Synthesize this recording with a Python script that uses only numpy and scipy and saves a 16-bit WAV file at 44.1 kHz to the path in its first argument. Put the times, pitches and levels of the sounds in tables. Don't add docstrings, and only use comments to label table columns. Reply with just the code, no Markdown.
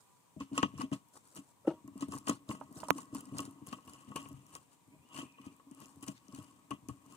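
import sys
import numpy as np
from scipy import signal
from scipy.fft import rfft, irfft, next_fast_len
from scipy.io import wavfile
from scipy.ndimage import uniform_filter1d

SR = 44100
rng = np.random.default_rng(int(sys.argv[2]) if len(sys.argv) > 2 else 0)


def wav_record(signal):
    frames = np.transpose(np.atleast_2d(signal))
    bounded = np.clip(frames, -1, 1)
    quanta = np.round(bounded * 32767).astype(np.int16)
    wavfile.write(sys.argv[1], SR, quanta)


def gain_from_db(level_db):
    decades = np.asarray(level_db, float) / 20
    return 10 ** decades


N = 315756

# (time [s], effort [dB])
LEANING = [(0.0, -103), (0.4, -84), (0.75, -74), (1.1, -79), (1.5, -84), (1.85, -72.5), (2.15, -64),
           (2.45, -70.5), (2.7, -62.5), (3.15, -63), (3.43, -61), (3.85, -76.5), (4.23, -64), (4.7, -86.5),
           (5.3, -80), (5.82, -69), (6.2, -75), (7.16, -68.5)]
# (frequency [Hz], width [Hz], level [dB])
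WALL_MODES = [(197.4, 20.8, -9), (277.5, 21.8, -0.5), (363, 580, 3.5), (627.7, 25.5, -16)]
# (frequency [Hz], width [Hz], level [dB])
FLOOR_MODES = [(88.6, 52, -3.5), (139.4, 34, 3.5)]
# (frequency [Hz], width [Hz], level [dB])
BORE_MODES = [(630, 200, -10), (912, 47, -11), (1063, 101, 2), (1108, 45.6, 1), (1255.6, 34.5, -9.5),
              (1962, 44, -17)]
# (frequency [Hz], width [Hz], level [dB])
TRAY_MODES = [(321, 41, 5.5), (566, 120, 5), (634, 25, -3.5), (860, 290, 10.5), (986, 75, -4),
              (1294, 31, -14), (1930, 84, -31), (3040, 8100, -40)]


def evened(x):
    return x / np.sqrt(np.mean(x ** 2) + 1e-20)


def peak(x, db):
    return gain_from_db(db) * x / abs(x).max()


def read(points, hz):
    f, value = np.transpose(points)
    return np.interp(np.log(hz + 1), np.log(f + 1), value)


def add(mix, s, sound):
    start = round(s * SR)
    part = mix[..., start:start + sound.shape[-1]]
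    part += sound[..., :part.shape[-1]]


def effort(rows, column):
    rows = np.vstack(rows)
    return gain_from_db(np.interp(np.arange(N) / SR, rows[:, 0], rows[:, column]))


def swell(s, db, rise, fade):
    coarse = np.arange(0, N, 32)
    since = coarse / SR - np.c_[s]
    slope = np.maximum(-since / np.c_[rise], since / np.c_[fade])
    gain = gain_from_db(np.c_[db] - 30 * slope).sum(0)
    return np.interp(np.arange(N), coarse, gain)


def strokes(column):
    # (time [s], paper [dB], fur [dB], fade [s])
    raking = [(0.0, -80.5, -100, 0.82), (0.62, -64.5, -49.5, 0.16), (0.815, -52, -46, 0.072),
              (1.3, -72, -107, 0.45), (2.019, -54.5, -56, 0.098), (2.84, -60.5, -62, 0.14),
              (2.985, -54.5, -61.5, 0.17), (3.4, -52.5, -56, 0.19), (3.7, -73, -68.5, 0.23),
              (3.94, -64.5, -64.5, 0.31), (4.221, -64, -64, 0.47), (4.545, -62.5, -65, 0.18),
              (4.731, -65.5, -71.5, 0.04), (5.188, -51, -46.5, 0.12), (5.461, -68, -61, 0.13),
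              (5.81, -67, -62, 0.15), (6.378, -65.5, -67, 0.41), (7.137, -63.5, -63, 0.19)]
    # (time [s], paper [dB], fur [dB], fade [s], rise [s])
    kicking = [(0.408, -61, -48.5, 0.058, 0.014), (0.581, -49, -51, 0.022, 0.056),
               (0.928, -50.5, -49, 0.077, 0.013), (1.37, -51, -56.5, 0.073, 0.041),
               (1.671, -67, -57, 0.13, 0.0088), (2.13, -49.5, -57, 0.13, 0.04),
               (2.282, -41.5, -45.5, 0.094, 0.026), (2.5, -54, -57.5, 0.24, 0.04),
               (2.909, -72, -47, 0.0065, 0.0055), (3.153, -53.5, -59, 0.2, 0.034),
               (3.728, -54.5, -58.5, 0.072, 0.047), (4.159, -48.5, -43, 0.075, 0.0043),
               (5.718, -79, -62.5, 0.021, 0.0072), (5.85, -88, -69, 0.026, 0.024),
               (6.331, -70, -67, 0.28, 0.018), (6.033, -53.5, -52.5, .035, 0.017),
               (6.08, -46, -48.5, 0.057, 0.023), (6.709, -57, -42, 0.061, 0.0028),
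               (6.888, -61, -61, 0.11, 0.0043)]
    rakes, kicks = np.transpose(raking), np.transpose(kicking)
    return (swell(rakes[0], rakes[column], 0.88 * rakes[3], rakes[3])
            + swell(kicks[0], kicks[column], kicks[4], kicks[3]))


def ring(x, modes):
    t = np.arange(3000) / SR
    body = 0
    for k, (hz, width, db) in enumerate(modes):
        decay = gain_from_db(db) * np.exp(-np.pi * width * t)
        body = body + (-1) ** k * decay * np.sin(2 * np.pi * hz * t)
    return signal.oaconvolve(x, body)


def grains(per_s, spread_db):
    size = gain_from_db(spread_db * np.minimum(rng.exponential(1, N), 4)) * rng.choice([-1., 1.], N)
    return size * (rng.random(N) < per_s / SR)


def blow(seconds, rough):
    t = np.arange(800) / SR / seconds
    return t * np.exp(1 - t) * (1 - rough + rough * rng.standard_normal(800))


def grit(seconds):
    return rng.standard_normal(1500) * np.exp(-np.arange(1500) / SR / seconds)


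def wall():
    # (time [s], level [dB])
    thumps = [(0.53, -34), (0.546, -39), (0.5798, -30), (0.631, -15.5), (0.793, -31.5), (0.837, -27.5),
              (1.368, -57), (1.386, -40.5), (1.88, -41), (1.957, -38), (2.024, -27.5), (2.131, -38),
              (2.276, -31.5), (2.294, -20), (2.312, -34), (2.504, -33), (2.532, -35.5), (2.569, -42.5),
              (2.909, -29.5), (2.956, -36.5), (2.985, -44), (3.152, -32.5), (3.396, -30), (3.727, -33.5),
              (5.186, -38.5), (5.23, -36), (5.399, -48), (5.467, -34.5), (5.479, -52), (5.517, -54),
              (5.67, -49.5), (5.711, -43.5), (5.819, -42), (6.03, -45), (6.287, -44), (6.336, -39.5),
              (6.725, -44), (6.901, -41)]
    # (time [s], level [dB])
    shoves = [(0.365, -33.5), (0.406, -31.5), (0.516, -34), (0.738, -39), (0.919, -25), (0.949, -57),
              (1.844, -42.5), (2.085, -32.5), (2.15, -35), (2.492, -26), (2.708, -42), (2.764, -38),
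              (3.129, -35.5), (3.324, -35.5), (3.349, -33.5), (3.478, -39.5), (3.619, -41.5),
              (3.677, -39.5), (3.878, -44), (4.08, -42.5), (4.104, -37.5), (4.155, -65), (4.308, -39),
              (4.88, -54.5), (4.932, -56), (5.968, -48), (6.085, -32.5), (6.385, -37.5), (6.712, -33),
              (6.8879, -31.5)]
    # (time [s], level [dB], fade [s])
    heaves = [(0.42, -55, 0.079), (0.761, -52, 0.18), (2.098, -59.5, 0.72), (3.36, -51, 0.13),
              (4.098, -59, 0.033), (4.33, -50.5, 0.15), (4.549, -69, 0.2), (4.9, -66.5, 0.063),
              (5.0, -64, 0.11), (5.518, -72, 0.094), (5.969, -61, 0.068), (6.15, -69, 0.17),
              (6.4, -55, 0.12), (6.731, -51, 0.043), (6.83, -53.5, 0.047), (6.91, -45, 0.048),
              (7.0, -71, 0.12)]
    drive = uniform_filter1d(grains(900, 2.88), 24)
    s, db = np.transpose(thumps + shoves)
    push = effort(LEANING, 1) + gain_from_db(-3) * strokes(2)
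    push += swell(s, db - 18.5, 0.006, 0.064)
    cardboard = gain_from_db(2.5) * evened(ring(drive, WALL_MODES)[:N])
    floor = gain_from_db(-5.5) * evened(ring(drive, FLOOR_MODES)[:N])
    out = push * (cardboard + floor)

    s, db, fade = np.transpose(heaves)
    shifting = uniform_filter1d(grains(400, 0.81), 200)
    out += swell(s, db, fade, fade) * evened(ring(shifting, FLOOR_MODES)[:N])

    for rows, weight_db in (thumps, -24.5), (shoves, -13):
        for s, db in rows:
            grind = uniform_filter1d(blow(0.0045, 0.76) + 30 * np.gradient(blow(0.0011, 0)), 30)
            floor_db = 0.75 * (db + 35.5) - 34.5 + weight_db
            hit = peak(ring(grind, WALL_MODES), db - 3.5)
            add(out, s - .0012, hit + peak(ring(grind - grind.mean(), FLOOR_MODES), floor_db))
    return out


def claws():
    # (frequency [Hz], width [Hz], level [dB])
    mouth = [(1780, 650, -7), (2767, 255, -0.5), (2956, 233, -1), (3240, 370, -6.5), (6200, 93, -21.5)]
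    # (frequency [Hz], width [Hz], level [dB])
    thud = [(487, 83, -11), (1810, 340, -6)]
    # (time [s], level [dB])
    knocks = [(0.4065, -39.5), (0.781, -45), (0.811, -30), (0.917, -44), (0.931, -39), (1.167, -52),
              (1.879, -51), (2.011, -49), (2.025, -34.5), (2.122, -39.5), (2.136, -37), (2.167, -41.5),
              (2.18, -47), (2.294, -25.5), (2.312, -34.5), (2.496, -39), (2.511, -33), (2.55, -43.5),
              (2.9835, -39), (3.149, -38.5), (3.37, -43), (3.785, -48), (4.118, -42), (5.598, -51.5),
              (6.709, -36), (6.714, -45), (6.897, -45)]
    # (time [s], level [dB])
    taps = [(0.5786, -23), (0.631, -17.5), (1.366, -68), (2.275, -31.5), (2.801, -50), (3.392, -33),
            (3.669, -49.5), (3.729, -35), (3.879, -46.5), (4.163, -32.5), (4.259, -46.5), (4.556, -42),
            (5.15, -47.5), (5.189, -39), (5.384, -52), (6.035, -56), (6.089, -51), (6.352, -57),
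            (6.389, -58), (6.889, -47.5)]
    scrape = gain_from_db(-5) * effort(LEANING, 1) + gain_from_db(-1.5) * strokes(2)
    out = scrape * evened(ring(grains(2000, 2.4), BORE_MODES)[:N])
    out += strokes(2) * gain_from_db(-3.0) * evened(ring(grains(4000, 5.3), mouth)[:N])
    for rows, hard_db in (knocks, -13), (taps, -2.5):
        for s, db in rows:
            touch = np.pad(blow(.00006, 0), (0, 700), "edge")
            contact = grit(.0012) + .4 * grit(.012) + 3 * touch
            inside = peak(ring(contact, BORE_MODES + thud), db)
            add(out, s - .001, inside + peak(ring(contact, mouth), db + hard_db))
    return out


def paper():
    # (frequency [Hz], density [dB per Hz])
    spectrum = [(1500, 0), (2200, -19), (4300, -9), (6000, -6.5), (8300, -0.5), (10000, -4.5), (11700, -26),
                (14000, -9), (15400, -16), (15850, -43.5)]
    # (time [s], level [dB], length [s])
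    swishes = [
        (1.16, -62, 0.028),
        (1.27, -71, 0.02),
        (1.501, -68, 0.028),
        (2.124, -63, 0.022),
        (2.779, -56.5, 0.034),
        (3.688, -57, 0.0078),
        (3.886, -63, 0.026),
        (5.528, -67.5, 0.012),
        (5.869, -69.5, 0.12),
    ]
    # (time [s], level [dB])
    snaps = [(0.4025, -45), (0.5788, -22), (0.629, -29), (0.7856, -43), (0.8165, -34.5), (0.9163, -47),
             (0.9308, -38), (2.0088, -35), (2.0238, -35.5), (2.1206, -38.5), (2.2707, -31.5),
             (2.2902, -38.5), (2.2967, -22.5), (2.3094, -39), (2.4907, -37.5), (2.5057, -37.5),
             (2.8035, -35.5), (2.8848, -32.5), (2.9024, -37.5), (3.3842, -23.5), (3.7279, -38.5),
             (4.5526, -31), (5.1452, -44), (5.1627, -41.5), (6.0831, -30.5), (6.349, -40)]
    # (time [s], level [dB])
    fibres = [(1.3578, -40), (1.365, -36), (1.6745, -55), (2.1384, -37), (2.1535, -37), (2.1784, -39),
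              (2.1854, -35), (2.1984, -53), (2.9831, -33.5), (3.0054, -42), (3.1482, -31.5),
              (3.2076, -37.5), (3.256, -42), (3.4044, -28.5), (3.4531, -36.5), (3.6661, -42), (4.1609, -28),
              (4.5406, -45), (5.7129, -48), (6.0102, -54), (6.0277, -39.5), (6.0661, -42), (6.4283, -47),
              (6.7077, -39.5), (6.8867, -37), (7.1227, -52)]
    # (time [s], level [dB], pitch [Hz])
    flicks = [(0.5132, -55, 7660), (0.5325, -45, 6000), (0.778, -38, 6700), (0.936, -30.5, 6200),
              (1.086, -46, 9350), (1.275, -43, 8160), (1.3354, -53, 7110), (1.35, -41.5, 8900),
              (1.475, -64.5, 8560), (1.8775, -43, 8480), (1.9614, -58, 8320), (1.9779, -44, 8550),
              (2.085, -41, 8490), (2.354, -60, 8800), (2.7142, -55, 8110), (2.7263, -39.5, 8950),
              (2.7531, -45, 8110), (2.7574, -41, 8620), (2.9292, -40, 6740), (3.031, -48, 8900),
              (3.1864, -55, 8340), (3.3228, -57, 8660), (3.3653, -56, 7580), (3.51, -42, 8450),
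              (3.671, -33, 9670), (3.7808, -51.5, 7710), (3.876, -43, 8450), (3.899, -47, 9640),
              (3.935, -39, 8480), (4.0896, -54, 8570), (4.2288, -45, 8680), (4.2877, -39, 9250),
              (4.3166, -49, 7640), (4.329, -43, 7300), (4.466, -45.5, 8290), (4.5056, -53, 9450),
              (4.8755, -56.5, 7990), (5.0893, -50, 6220), (5.1322, -49, 6140), (5.2195, -40, 6400),
              (5.3238, -51.5, 6090), (5.4151, -52, 8150), (5.4635, -49, 10100), (5.565, -49.5, 8300),
              (5.7478, -46, 7960), (5.803, -42, 8300), (5.858, -43, 6800), (5.8875, -58, 7810),
              (5.9594, -50.5, 8050), (6.283, -43, 6100), (6.325, -46, 6040), (6.3887, -41, 6000),
              (7.0632, -51, 8360)]
    size, t = next_fast_len(N), np.arange(N) / SR
    crackle = grains(7000, 4.2) + 2.0 * rng.standard_normal(N)
    clumps = gain_from_db(3.6 * evened(uniform_filter1d(rng.standard_normal(N), 450)))
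    strays = signal.oaconvolve(grains(450, 5.5), grit(0.0004))[:N]
    bed = evened(crackle * clumps) + gain_from_db(-4.5) * evened(strays)
    colour = gain_from_db(read(spectrum, np.fft.rfftfreq(size, 1 / SR)))
    stir = strokes(1) * gain_from_db(1.0)
    for s, db, length in swishes:
        stir += gain_from_db(db) * np.exp(-((t - s) / length) ** 2)
    out = evened(irfft(rfft(bed, size) * colour, size)[:N]) * stir

    for rows, pitch_hz in (snaps, 6950), (fibres, 8480):
        band = signal.butter(2, [.6 * pitch_hz, 1.35 * pitch_hz], "band", fs=SR)
        for s, db in rows:
            tear = grit(0.00054) + 0.46 * grit(0.0022)
            add(out, s - .0005, peak(signal.lfilter(*band, tear) + 0.36 * tear, db + 0.5))
    for s, db, pitch_hz in flicks:
        band = signal.butter(2, [.72 * pitch_hz, 1.45 * pitch_hz], "band", fs=SR)
        add(out, s, peak(signal.lfilter(*band, grit(0.00068)), db - 3.0))
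    return out


def brush():
    # (time [s], level [dB], rise [s], fade [s])
    brushes = [(.41, -60, .02, 0.082), (.572, -56, .05, .02), (.582, -46.5, .004, 0.077),
               (.633, -51, .004, 0.072), (.812, -56, .07, 0.084), (.935, -54.5, 0.024, 0.07),
               (1.678, -59.5, 0.0044, 0.091), (2.03, -60, .03, .08), (5.46, -71, 0.042, 0.07),
               (5.82, -68.5, .08, .08), (2.3, -50, .04, 0.089), (3.39, -63, 0.027, 0.064),
               (3.68, -65.5, .03, 0.18), (6.17, -64.5, 0.098, .08), (6.37, -70, 0.12, 0.12)]
    # (time [s], level [dB], rise [s], fade [s])
    scuffs = [
        (4.93, -58.5, 0.1, 0.18),
        (5.05, -67.5, .05, .2),
        (5.85, -59, .15, .15),
        (6.83, -62, .04, .12),
    ]
    band = signal.butter(2, [1290, 6000], "band", fs=SR)
    card = signal.lfilter(*band, grains(2500, 4.0))
    belly = ring(uniform_filter1d(grains(700, 5.0), 24), WALL_MODES)[:N]
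    return swell(*np.transpose(brushes)) * evened(card) + swell(*np.transpose(scuffs)) * evened(belly)


def nicks():
    # (time [s], level [dB], pitch [Hz])
    contacts = [(1.9969, -53, 6480), (2.0837, -52, 2850), (2.1244, -50, 6290), (2.154, -45, 6290),
                (2.5104, -31, 2770), (2.7588, -51, 3990), (2.7634, -53, 5920), (2.7706, -44, 5900),
                (2.8524, -55, 6350), (2.9773, -46, 6290), (2.9814, -51, 2900), (3.3653, -50, 6200),
                (3.6666, -63, 2740), (3.6711, -58, 3110), (3.7045, -52, 3000), (3.7808, -59, 2810),
                (3.8754, -53, 3060), (3.8995, -54, 3070), (3.9407, -61, 2920), (3.9589, -56, 2910),
                (4.0864, -50, 3080), (4.2554, -43, 2910), (5.145, -38, 2810), (5.164, -38, 2800),
                (5.2195, -44, 2860), (5.3797, -57, 2960), (5.4156, -49, 2950), (5.4244, -64, 2580)]
    out = np.zeros(N)
    for s, db, pitch_hz in contacts:
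        contact = grit(0.00041) + 0.247 * grit(0.004)
        spot = ring(contact, [(pitch_hz, 290, 0), (1955, 60, -16)])[:1500]
        add(out, s, peak(spot + 0.6 * contact, db - 4.5))
    return out


def pings():
    # (time [s], level [dB])
    raps = [
        (2.984, -49),
        (3.73, -38.5),
        (4.166, -36.5),
        (5.386, -54.5),
        (5.808, -53),
        (6.712, -32),
        (6.893, -43),
    ]
    out = np.zeros(N)
    for s, db in raps:
        contact = blow(0.00011, 0.2) + 0.17 * blow(0.0024, 0.88)
        add(out, s, peak(ring(contact, BORE_MODES[1:5]), db))
    return out


def glide():
    # (time [s], pitch [Hz], level [dB])
    path = [
        (4.88, 2340, -91),
        (4.93, 2350, -74.5),
        (5.01, 2400, -83),
        (5.06, 2850, -73.5),
        (5.2, 2830, -60),
        (5.28, 2650, -71.5),
        (5.37, 2530, -70.5),
        (5.53, 2480, -75),
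        (5.6, 2440, -88),
    ]
    s, hz, db = np.transpose(path)
    t = np.arange(N) / SR
    flutter = uniform_filter1d(rng.standard_normal((2, N)), 150)
    turn = 2 * np.pi * np.cumsum(np.interp(t, s, hz)) / SR
    rub = flutter[0] * np.cos(turn) + flutter[1] * np.sin(turn)
    return gain_from_db(np.interp(t, s, db)) * evened(rub)


def skid(db):
    t = np.arange(4499) / SR
    hz = 856 + (1200 - 856) * np.exp(-t / 0.005)
    return gain_from_db(db) * np.exp(-t / 0.0034) * np.sin(2 * np.pi * np.cumsum(hz) / SR)


def tray():
    # (time [s], level [dB], left-right [dB], grind [s])
    bumps = [
        (1.674, -22.5, -0.5, 0.00028),
        (1.6775, -17, 2.5, 0.0003),
        (1.704, -35, 4.5, 0.000058),
        (1.738, -49, 3, 0.00033),
    ]
    # (time [s], level [dB])
    ticks = [
        (2.6118, -35.5),
        (2.8316, -34),
        (2.8851, -33),
    ]
    # (frequency [Hz], width [Hz], level [dB])
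    rim = [(620, 63, -3), (787, 74, -6), (963, 67, 2), (1237, 90, -5.5), (1550, 230, -9.5)]
    # (time [s], level [dB], left-right [dB], push [s], rebound [s])
    crack = (2.90574, -3.6, -19, .0003, .0006)
    out = np.zeros((2, N))
    for s, db, pan_db, grind in bumps:
        hit = blow(grind, 0.5) - 0.31 * blow(3 * grind, 0.75) + 0.073 * blow(0.0058, 0.89)
        pan = gain_from_db(pan_db * np.array([[.5], [-.5]]))
        weight = ring(blow(0.0008, 0), FLOOR_MODES[1:] + [(179, 32, 6.9)])
        add(out, s, pan * peak(ring(hit, TRAY_MODES), db) + peak(weight, db - 16.5))

    rap = np.exp(-((np.arange(1500) / SR - .0003) / .0001) ** 2)
    for s, db in ticks:
        contact = rap + 0.1 * grit(0.0015) + 0.2 * grit(.016)
        tick = peak(ring(contact, rim), db) + skid(db - 6.5)
        add(out, s, gain_from_db(np.array([[-3.5], [3.5]])) * tick)

    s, db, pan_db, push, rebound = crack
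    t = np.arange(400) / SR
    pulse = np.sin(np.pi * np.clip(t / push, 0, 1))
    pulse -= .75 * np.sin(np.pi * np.clip((t - push) / rebound, 0, 1)) ** 0.708
    pulse += 0.17 * np.sin(np.pi * np.clip((t - .0014) / 0.0012, 0, 1))
    pulse += 0.36 * rng.standard_normal(400) * gain_from_db(-60 * t / 0.002)
    pulse += .035 * rng.standard_normal(400) * gain_from_db(-60 * t / 0.009)
    add(out[1], s, gain_from_db(db) * pulse)
    add(out[0], s + .0002, peak(np.diff(pulse), db + pan_db))
    add(out[0], s + 0.0023, peak(ring(pulse, BORE_MODES), db + pan_db - 7.0))
    return out


def drag():
    # (time [s], thin edge [dB], floor [dB], rise [s], fade [s])
    drags = [
        (1.652, -50, -62, .012, 0.069),
        (1.69, -51, -62.5, .01, .04),
        (1.714, -45.5, -55, .012, .03),
        (1.74, -62, -53, .02, 0.031),
        (1.77, -69, -60, .03, .07),
    ]
    # (frequency [Hz], width [Hz], level [dB])
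    edge = [(570, 70, 1.5), (880, 160, -8), (1310, 60, -13.5)]
    s, edge_db, floor_db, rise, fade = np.transpose(drags)
    edge_rub = evened(ring(grains(1500, 2.7), edge)[:N])
    floor_rub = evened(ring(rng.standard_normal(N), TRAY_MODES[:1])[:N])
    return swell(s, edge_db, rise, fade) * edge_rub + swell(s, floor_db, rise, fade) * floor_rub


def sway(x):
    t = np.arange(N) / SR
    shift = 0
    for f in np.geomspace(.3, 2.5, num=6):
        shift = shift + np.sin(2 * np.pi * (f * t + rng.random())) / (2 * np.pi * f)
    shift *= 0.012 / np.sqrt(3)
    return np.interp(t + shift, t, x)


def fan():
    # (frequency [Hz], width [Hz], level [dB])
    hum = [(650, 150, 1.5), (766, 11, -6.5), (960, 6.7, 2), (1033, 13, -3), (1135, 11, -3), (1190, 12, -4)]
    gusts = gain_from_db(3.4 * evened(uniform_filter1d(rng.standard_normal(N), 6000)))
    song = ring(rng.standard_normal(N) * gusts, hum)[:N]
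    return gain_from_db(-78) * sway(evened(song))


def room():
    # (frequency [Hz], density [dB per Hz])
    tone = [(30, -33), (60, -17), (120, 0), (260, -6.5), (480, -9.5), (640, -13.5), (1000, -5.5),
            (1300, -19), (1650, -18.5), (3200, -19.5), (5000, -24), (8200, -15.5), (11700, -26),
            (14000, -23.5), (15400, -24), (15900, -41)]
    # (frequency [Hz], left-right likeness)
    likeness = [(60, 0.58), (240, 0.063), (950, 0), (3770, 0), (15000, 0.31)]
    frames, hz = N // 256 + 5, np.fft.rfftfreq(1024, 1 / SR)
    a, b, c, d, patches = rng.standard_normal((frames, 513, 5)).T
    patches = evened(uniform_filter1d(uniform_filter1d(patches, 12, 0), 14, 1))
    same = np.clip(read(likeness, hz), -1, 1)[:, None]
    left = a + 1j * b
    z = np.array([left, same * left + np.sqrt(1 - same ** 2) * (c + 1j * d)])
    settle_db = 1.5 * np.exp(-np.arange(frames) * 256 / SR / 0.2) * (hz[:, None] > 3500)
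    z *= gain_from_db(read(tone, hz)[:, None] + 0.88 * patches + settle_db)
    hiss = evened(signal.istft(z, nperseg=1024, noverlap=768)[1][:, :N])
    return gain_from_db(-70 + np.array([[1.5], [-1.5]])) * hiss


def ports(x):
    # (frequency [Hz], phase [rad])
    lead = [(0, 0.44), (1000, 0.78), (1640, 3.76), (2760, 4.09), (7000, 13.7), (16000, 16)]
    # (frequency [Hz], left-right [dB])
    tilt = [(60, 6.5), (250, 2.5), (1200, 4.5), (2500, 1), (8000, 6.5)]
    # (frequency [Hz], share)
    alike = [(60, .85), (300, .94), (1000, .7), (4000, .45), (12000, .3)]
    size = next_fast_len(N + 2048)
    hz = np.fft.rfftfreq(size, 1 / SR)
    turn = 2 * np.pi * 11 * np.arange(N) / SR + 2 * np.pi / 3 * np.arange(3)[:, None]
    tails = rng.standard_normal((3, 700)) * gain_from_db(-60 * np.arange(700) / SR / 0.02)
    tails /= np.linalg.norm(tails, axis=1, keepdims=True)
    scattered = signal.oaconvolve(x * np.sqrt(2 / 3) * np.cos(turn), tails, axes=1).sum(0)
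    same = np.clip(read(alike, hz), 0, 1)
    direct = rfft(x, size)
    late = same * direct * np.exp(-1j * np.interp(hz, *np.transpose(lead)))
    late += np.sqrt(1 - same ** 2) * rfft(scattered, size)
    half = gain_from_db(read(tilt, hz) / 2)
    return irfft(np.array([direct * half, late / half]), size)[:, :N]


def scene():
    # (time [s], paper left-right [dB])
    crossing = [
        (0, -29),
        (1.2, -1.5),
        (2.9, -6.5),
        (4, -1),
        (6, 2),
        (7.16, 5.5),
    ]
    across = effort(crossing, 1) ** np.array([[.5], [-.5]])
    tube = ports(wall() + claws() + glide())
    bedding = across * ports(paper())
    small_contacts = ports(pings() + nicks() + brush())
    return tube + bedding + small_contacts + tray() + drag() + room() + fan()


def low_pass(x):
    return signal.sosfilt(signal.butter(12, 16670, fs=SR, output="sos"), x)


def record(dry):
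    thin = signal.sosfilt(signal.butter(3, 70, "high", fs=SR, output="sos"), dry)
    thin = signal.oaconvolve(thin, signal.firwin(255, 16450, fs=SR)[None], "same")
    return low_pass(thin)


dry = scene()
out = record(dry)
wav_record(out)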